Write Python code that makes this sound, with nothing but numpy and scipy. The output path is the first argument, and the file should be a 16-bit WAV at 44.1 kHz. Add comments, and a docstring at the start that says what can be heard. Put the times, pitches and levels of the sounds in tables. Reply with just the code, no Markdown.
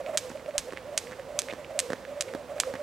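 """Skipping rope among trees

On a paved clearing, a few metres from the microphones and to the right, someone skips rope.
The rope hums as noise-modulated tones under hiss, and cracks on the paving as filtered, ringing impulses.
Soles land between slaps as taps, thumps and puffs of air, with small ringing clicks and scuffs of noise.
The trees answer with a faint decaying noise tail, over a quiet outdoor hush of coloured noise and a drone."""
import sys
import numpy as np
from scipy import signal
from scipy.fft import rfft, irfft
from scipy.io import wavfile

SR = 44100
rng = np.random.default_rng(int(sys.argv[2]) if len(sys.argv) > 2 else 0)


def int16_out(signal):
    """Quantize to a 16-bit WAV file."""
    q = np.round(np.clip(np.atleast_2d(signal).T, -1, 1) * 32767)
    wavfile.write(sys.argv[1], SR, q.astype(np.int16))


N = 124362
TIME = np.arange(N) / SR  # seconds


def from_db(db):
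    """Amplitude factor for a level in dB."""
    return 10 ** (np.asarray(db) / 20)


def rms_one(x):
    """Scale a signal to an RMS of 1."""
    return x / np.sqrt(np.mean(abs(x) ** 2) + 1e-20)


def colour(x, points):
    """Minimum-phase filter that follows a table of (Hz, dB), straight lines over log frequency."""
    size = 4096
    hz, db = np.transpose(points)
    bins_hz = np.arange(size // 2 + 1) * SR / size
    gain_db = np.interp(np.log(bins_hz + 1), np.log(hz), db)
    cepstrum = irfft(np.log(from_db(gain_db)))
    # folding the cepstrum onto positive time makes the filter causal
    fold = np.r_[1, np.full(size // 2 - 1, 2), 1, np.zeros(size // 2 - 1)]
    impulse_response = irfft(np.exp(rfft(cepstrum * fold)))[:size // 2]
    return signal.fftconvolve(x, impulse_response)[:N]


def resonance(x, hz, q):
    """One resonance with gain 1 at its peak."""
    b, a = signal.iirpeak(hz, q, fs=SR)
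    return signal.lfilter(b, a, x + 1e-18)  # the tiny offset avoids denormal numbers


def butterworth(x, hz, kind="low"):
    """Second-order low or high cut."""
    return signal.sosfilt(signal.butter(2, hz, kind, fs=SR, output="sos"), x)


def bell(middle_s, half_s):
    """Smooth swell and fall around a moment; down to 1/e at half_s on either side."""
    return np.exp(-np.minimum(((TIME - middle_s) / half_s) ** 2, 20))


def click(s, db):
    """A single impulse."""
    out = np.zeros(N)
    out[round(s * SR)] = from_db(db)
    return out


def thump(s, db, hz, rise_s):
    """A soft push that swells and dies within a few cycles."""
    age = np.maximum(TIME - s, 0)
    swell = age / rise_s * np.exp(np.maximum(1 - age / rise_s, -100))
    return -from_db(db) * swell * np.sin(2 * np.pi * hz * age)


def flutter(width_hz):
    """Random amplitude and phase of a noise band reaching width_hz to either side of its centre."""
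    noise = rng.standard_normal((2, N + SR))
    real, imag = butterworth(noise, width_hz)[:, SR:]  # the first second lets the filter settle
    return rms_one(real + 1j * imag)


# Colour of the open air around the clearing. Each row: frequency in Hz, level in dB before AIR_DB.
AIR = [(20, -32), (30, -21), (55, -6), (110, -6), (190, -6.5), (260, -7), (370, -4), (550, -6.5), (900, -7),
       (1900, -14.5), (4200, -22), (8400, -30), (13600, -37.5), (16000, -41)]
# How wide the air spreads across the pair. Each row: frequency in Hz, side re mid in dB.
AIR_SIDE = [(40, -8), (130, -8), (300, -15), (640, -16), (1400, -17), (3100, -18), (7000, -4), (15000, 5)]
AIR_DB = -30
DRONE_HZ, DRONE_WIDTH_HZ, DRONE_DB = 258.3, 8.6, -61


def background():
    """Steady outdoor hush of coloured noise with a faint far drone, as mid and side."""
    mid, side = (from_db(AIR_DB) * colour(noise, AIR) for noise in rng.standard_normal((2, N)))
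    carrier = np.exp(2j * np.pi * DRONE_HZ * TIME)
    drone = np.sqrt(2) * (flutter(DRONE_WIDTH_HZ) * carrier).real
    return mid + from_db(DRONE_DB) * drone, colour(side, AIR_SIDE)


# Colour of the sound scattered by the trees. Each row: frequency in Hz, gain in dB.
TREES = [(200, -11), (700, -19), (2000, -14), (6000, -14.5), (9000, -18.5), (15000, -7)]
TREES_T60_S, TREES_RISE_S, TREES_SIDE_DB = 0.68, 0.004, -11


def trees(x):
    """Trunks and leaves scatter a thin, smooth tail of decaying noise, as mid and side."""
    rise = 1 - np.exp(-TIME / TREES_RISE_S)
    envelope = rise * from_db(-60 * TIME / TREES_T60_S)
    echoes = rng.standard_normal((2, N)) * envelope / np.linalg.norm(envelope)
    scattered = colour(x, TREES)
    mid, side = (signal.fftconvolve(scattered, echo)[:N] for echo in echoes)
    return mid, from_db(TREES_SIDE_DB) * side


# Soles rubbing the paving. Each row: middle in seconds, half length in seconds, level in dB, pitch in Hz.
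SCUFFS = [(0.069, 0.0065, -48.5, 2300), (.297, 0.003, -44, 6540), (0.316, .012, -49.5, 1550),
          (0.732, 0.0082, -52, 990), (0.775, 0.014, -46.5, 2200), (1.131, 0.015, -47, 1710),
          (1.499, 0.0052, -38, 2100), (1.510, .008, -38, 2380), (1.647, 0.0087, -55.5, 2470),
          (2.288, 0.0053, -42, 2050), (2.758, 0.008, -43, 1859)]
SCUFF_Q, SCUFF_ROUGH_DB, SCUFF_ROUGH_HZ = 3.1, 4, 550


def scuffs():
    """Short gritty rubs of a sole: noise of uneven strength through a resonance."""
    out = 0
    for s, half_s, db, hz in SCUFFS:
        roughness = from_db(SCUFF_ROUGH_DB * flutter(SCUFF_ROUGH_HZ).real)
        grit = rng.standard_normal(N) * roughness
        rub = rms_one(resonance(resonance(grit, hz, SCUFF_Q), hz, 1))
        out = out + from_db(db) * rub * bell(s, half_s)
    return out


# Light clicks of the handles and of grit underfoot.
# Each row: start in seconds, impulse level in dB before the top is softened, ring in Hz.
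CLICKS = [(0.0629, -23, 2360), (0.3737, -31.5, 2100), (.3972, -33.5, 2090), (.4612, -31.5, 2540),
          (.5095, -30.5, 2190), (0.7065, -29.5, 2520), (0.7734, -18, 1940), (0.7817, -32, 2793),
          (1.0717, -27, 1980), (1.1967, -27.5, 1711), (1.486, -19, 1900), (1.6467, -28, 2477),
          (1.9583, -31, 1690), (2.0514, -23, 1770), (2.5827, -24, 1580), (2.6353, -11.5, 1230)]
CLICK_Q, CLICK_RING_DB, CLICK_TOP_HZ = 3.6, 20.5, 3900


def small_clicks():
    """Dry ticks that ring for a few cycles, with a softened top."""
    ticks = 0
    for s, db, hz in CLICKS:
        tick = click(s, db)
        ticks = ticks + tick + from_db(CLICK_RING_DB) * resonance(tick, hz, CLICK_Q)
    return butterworth(ticks, CLICK_TOP_HZ)


# Shoes landing on the paving. Each row: start in seconds, thump level in dB before its low cut,
# thump pitch in Hz, sole tap level in dB before its colour.
STEPS = [(0.3021, -34.5, 256, -16.5), (0.3146, -32.5, 236, -30), (0.7239, -38, 279, -12.5),
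         (.7340, -32.5, 320, -13.5), (1.1125, -35.5, 246, -17.5), (1.121, -43, 218, -16),
         (1.5262, -34, 254, -15), (1.5357, -31, 274, -13), (1.9032, -26, 249.4, -8),
         (1.921, -31.5, 268, -10.5), (1.9327, -27.5, 264, -1), (2.3379, -48, 258.5, -11),
         (2.3493, -25, 292, -9.5), (2.7390, -29.5, 265, -12), (2.7540, -34, 246.5, -14)]
# Colour of the sole tap. Each row: frequency in Hz, gain in dB.
TAP = [(150, -25), (450, 18), (900, 2.5), (1800, 10.5), (2700, -8), (5000, -8.5), (9000, -16), (15000, -32)]
THUMP_RISE_S, THUMP_LOW_HZ = 0.0014, 108
# the sole flattens and squeezes out air: level re the thump, pitch, sharpness, decay
PUFF_DB, PUFF_HZ, PUFF_Q, PUFF_DECAY_S = -7, 740, 1.4, 0.0048


def footfalls():
    """Each sole taps the paving; the weight follows as a short thump with a puff of air."""
    taps, thumps, press = 0, 0, 0
    for s, thump_db, hz, tap_db in STEPS:
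        taps = taps + click(s, tap_db)
        thumps = thumps + thump(s, thump_db, hz, THUMP_RISE_S)
        decay = np.exp(-np.clip((TIME - s) / PUFF_DECAY_S, 0, 20))
        press = press + from_db(thump_db + PUFF_DB) * (TIME > s) * decay
    puffs = press * rms_one(resonance(rng.standard_normal(N), PUFF_HZ, PUFF_Q))
    return colour(taps, TAP) + puffs + butterworth(thumps, THUMP_LOW_HZ, "high")


# The rope hitting the ground, which also marks its turns. Each row: start in seconds, crack level in dB,
# ring in Hz, delay of the next contact in seconds, its level in dB re the crack, patter level in dB,
# patter time scale in seconds. Levels are before the crack colour.
SLAPS = [(0.174, 2.5, 6400, 0.0037, -6, 1, 0.016), (.5810, 2.5, 6850, .0018, -27, -2, 0.017),
         (0.9771, 2, 6603, 0.0027, -5, -0.5, 0.014), (1.39, -6.5, 6500, 0.00079, 7, -0.5, 0.012),
         (1.7912, 2.5, 8010, .0106, -4.5, 0.5, .014), (2.2089, -1, 6500, .0028, -3.5, -5, 0.014),
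         (2.6005, 0, 7340, .0012, 3, 0, .013)]
# Rope speed over one turn, as the pitch of its air tone at TONE_REFERENCE_DB.
# Each row: share of the turn after the slap, pitch in Hz.
TURN_PITCH = [(0, 604.5), (.09, 519.5), (.24, 511.5), (.38, 559.5), (.48, 585.4), (.66, 539.9), (.8, 600.6),
              (.9, 580.6), (1, 604.5)]
# Parts of the loop sweeping past. Each row: middle in seconds, half length in seconds, level in dB.
WHOOSHES = [(.005, 0.011, -33.5), (0.091, 0.025, -31.5), (0.148, 0.013, -29), (0.265, 0.026, -40.5),
            (0.359, 0.0064, -36.5), (0.463, 0.0051, -37.5), (.491, 0.0084, -33.5), (0.557, 0.011, -33),
            (.683, 0.01, -36), (0.882, 0.021, -39.5), (0.939, 0.015, -36), (0.974, 0.0049, -35.5),
            (1.076, 0.021, -41), (1.196, 0.0059, -36), (1.305, 0.027, -40), (1.375, 0.019, -35),
            (1.498, 0.019, -35), (1.597, 0.013, -38.5), (1.71, 0.0093, -35), (1.766, 0.024, -36.5),
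            (1.862, 0.029, -40), (1.909, 0.0099, -35.5), (2.107, 0.025, -38), (2.186, 0.027, -39),
            (2.312, 0.034, -38.5), (2.384, 0.032, -43), (2.511, 0.019, -35), (2.576, 0.016, -32),
            (2.688, 0.023, -34), (2.812, 0.029, -38.5)]
# Turbulence around the rope. Each row: frequency in Hz, level in dB before the whoosh level.
HISS = [(400, -25), (900, -25.5), (2000, -8), (4500, -26.5), (8000, -22.5), (15000, -31)]
TURN_S = 0.405  # length assumed for the turns before the first slap and after the last
WHIRL_BASE_DB = -48.5  # the hum between whooshes
TONE_HZ_PER_DB, TONE_REFERENCE_DB = 3, -37  # a faster, louder sweep also sounds higher
CORE_WIDTH_HZ, CORE_EVEN = 28.8, 0.56  # evenness: 0 leaves the flutter as it is, 1 nearly flattens it
SKIRT_WIDTH_HZ, SKIRT_DB, SKIRT_SHIFT_HZ = 81, -7, 50.29  # the breathy edge lies mostly above the tone
OCTAVE_DB = -20


def rope_whirl():
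    """Eddies shed by the rope make a hollow tone over a thin hiss; pitch follows its speed round each turn."""
    slaps = [row[0] for row in SLAPS]
    starts = np.r_[slaps[0] - TURN_S, slaps, slaps[-1] + TURN_S]
    turn = np.interp(TIME, starts, np.arange(len(starts))) % 1
    sweeps = sum(from_db(db) ** 2 * bell(s, half_s) for s, half_s, db in WHOOSHES)
    power = from_db(WHIRL_BASE_DB) ** 2 + sweeps
    pitch = np.interp(turn, *np.transpose(TURN_PITCH))
    pitch = pitch + TONE_HZ_PER_DB * (10 * np.log10(power) - TONE_REFERENCE_DB)
    tone = np.exp(2j * np.pi * np.cumsum(pitch) / SR)

    core = flutter(CORE_WIDTH_HZ)
    core = rms_one(core / (abs(core) + 0.3) ** CORE_EVEN)
    shift = np.exp(2j * np.pi * SKIRT_SHIFT_HZ * TIME)
    skirt = from_db(SKIRT_DB) * flutter(SKIRT_WIDTH_HZ) * shift
    octave = from_db(OCTAVE_DB) * flutter(2 * SKIRT_WIDTH_HZ) * tone ** 2
    eddies = (core + skirt) * tone + octave
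    hiss = colour(rng.standard_normal(N), HISS)
    return np.sqrt(2 * power) * (eddies.real + hiss)


BUMP_S, BUMP_DB, BUMP_HZ, BUMP_RISE_S = 0.581, -44.5, 42, 0.0076


def low_bump():
    """A low, soft push under the second slap."""
    return thump(BUMP_S, BUMP_DB, BUMP_HZ, BUMP_RISE_S)


# The rope touching the ground again. Each row: start in seconds, level in dB before the crack colour.
REBOUNDS = [(.5955, -19), (1.419, -9), (2.2232, -8), (2.6252, -25)]
# Colour of rope on paving. Each row: frequency in Hz, gain in dB.
CRACK = [(200, -22.5), (600, -10), (1100, -5.5), (1900, 1.5), (3500, 2.5), (5300, 1), (8500, 2),
         (10500, -4), (12000, -9), (13800, -13.5), (15500, -36)]
RING_Q, RING_DB = 4.75, -1
# the rope lays itself down along the ground; the fall is reached after one patter time scale
CONTACTS_PER_S, GRIT_DB, PATTER_FALL_DB, PATTER_CURVE = 770, -1.5, 15, 1.3
SCATTERED_SLAP_DB = 5.5  # re the patter level


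def rope_slaps():
    """A sharp first crack, then a fast patter of weaker contacts as more rope meets the paving."""
    out = sum(click(s, db) for s, db in REBOUNDS)
    for s, db, hz, next_s, next_db, patter_db, length_s in SLAPS:
        age = np.clip((TIME - s) / length_s, 0, 2)
        contacts = (rng.random(N) < CONTACTS_PER_S / SR) * rng.uniform(0.13, 1, N)
        grains = rms_one(contacts) + from_db(GRIT_DB) * rng.standard_normal(N)
        fall = from_db(-PATTER_FALL_DB * age ** PATTER_CURVE)
        patter = grains * (age > 0) * (age < 2) * fall
        patter = from_db(patter_db) * patter / np.linalg.norm(patter)
        hits = click(s, db) + click(s + next_s, db + next_db) + patter
        out = out + hits + from_db(RING_DB) * resonance(hits, hz, RING_Q)
    return -colour(out, CRACK)


def slaps_toward_trees():
    """Each slap as the trees receive it: one coloured impulse, its level tied to the patter."""
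    impulses = sum(click(row[0], row[5] + SCATTERED_SLAP_DB) for row in SLAPS)
    return colour(impulses, CRACK)


# How the left microphone hears what comes from the right. Each row: frequency in Hz, left re right in dB.
LEFT = [(50, -2.5), (300, -5), (700, -4.5), (1500, -6), (2500, -5.5), (4800, -5.5), (8000, -1), (11000, -5),
        (15000, -14)]
LEFT_LAG_S, LEVEL_DB = 0.000008, 1.5  # the level applies to both sides


def scene():
    """The skipper, the trees and the background, all leaning to the right."""
    air, air_side = background()
    soft = rope_whirl() + footfalls() + small_clicks() + scuffs()
    tail, tail_side = trees(soft + slaps_toward_trees())
    mid = rope_slaps() + soft + tail + air + low_bump()
    side = tail_side + air_side
    left = np.interp(TIME - LEFT_LAG_S, TIME, colour(mid + side, LEFT))
    right = mid - side
    return from_db(LEVEL_DB) * np.array([left, right])


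CUTOFF_HZ = 16300


def record(dry):
    """The top is cut steeply."""
    steep_cut = signal.ellip(10, 0.1, 80, CUTOFF_HZ, fs=SR, output="sos")
    return signal.sosfilt(steep_cut, dry)


dry = scene()
out = record(dry)
int16_out(out)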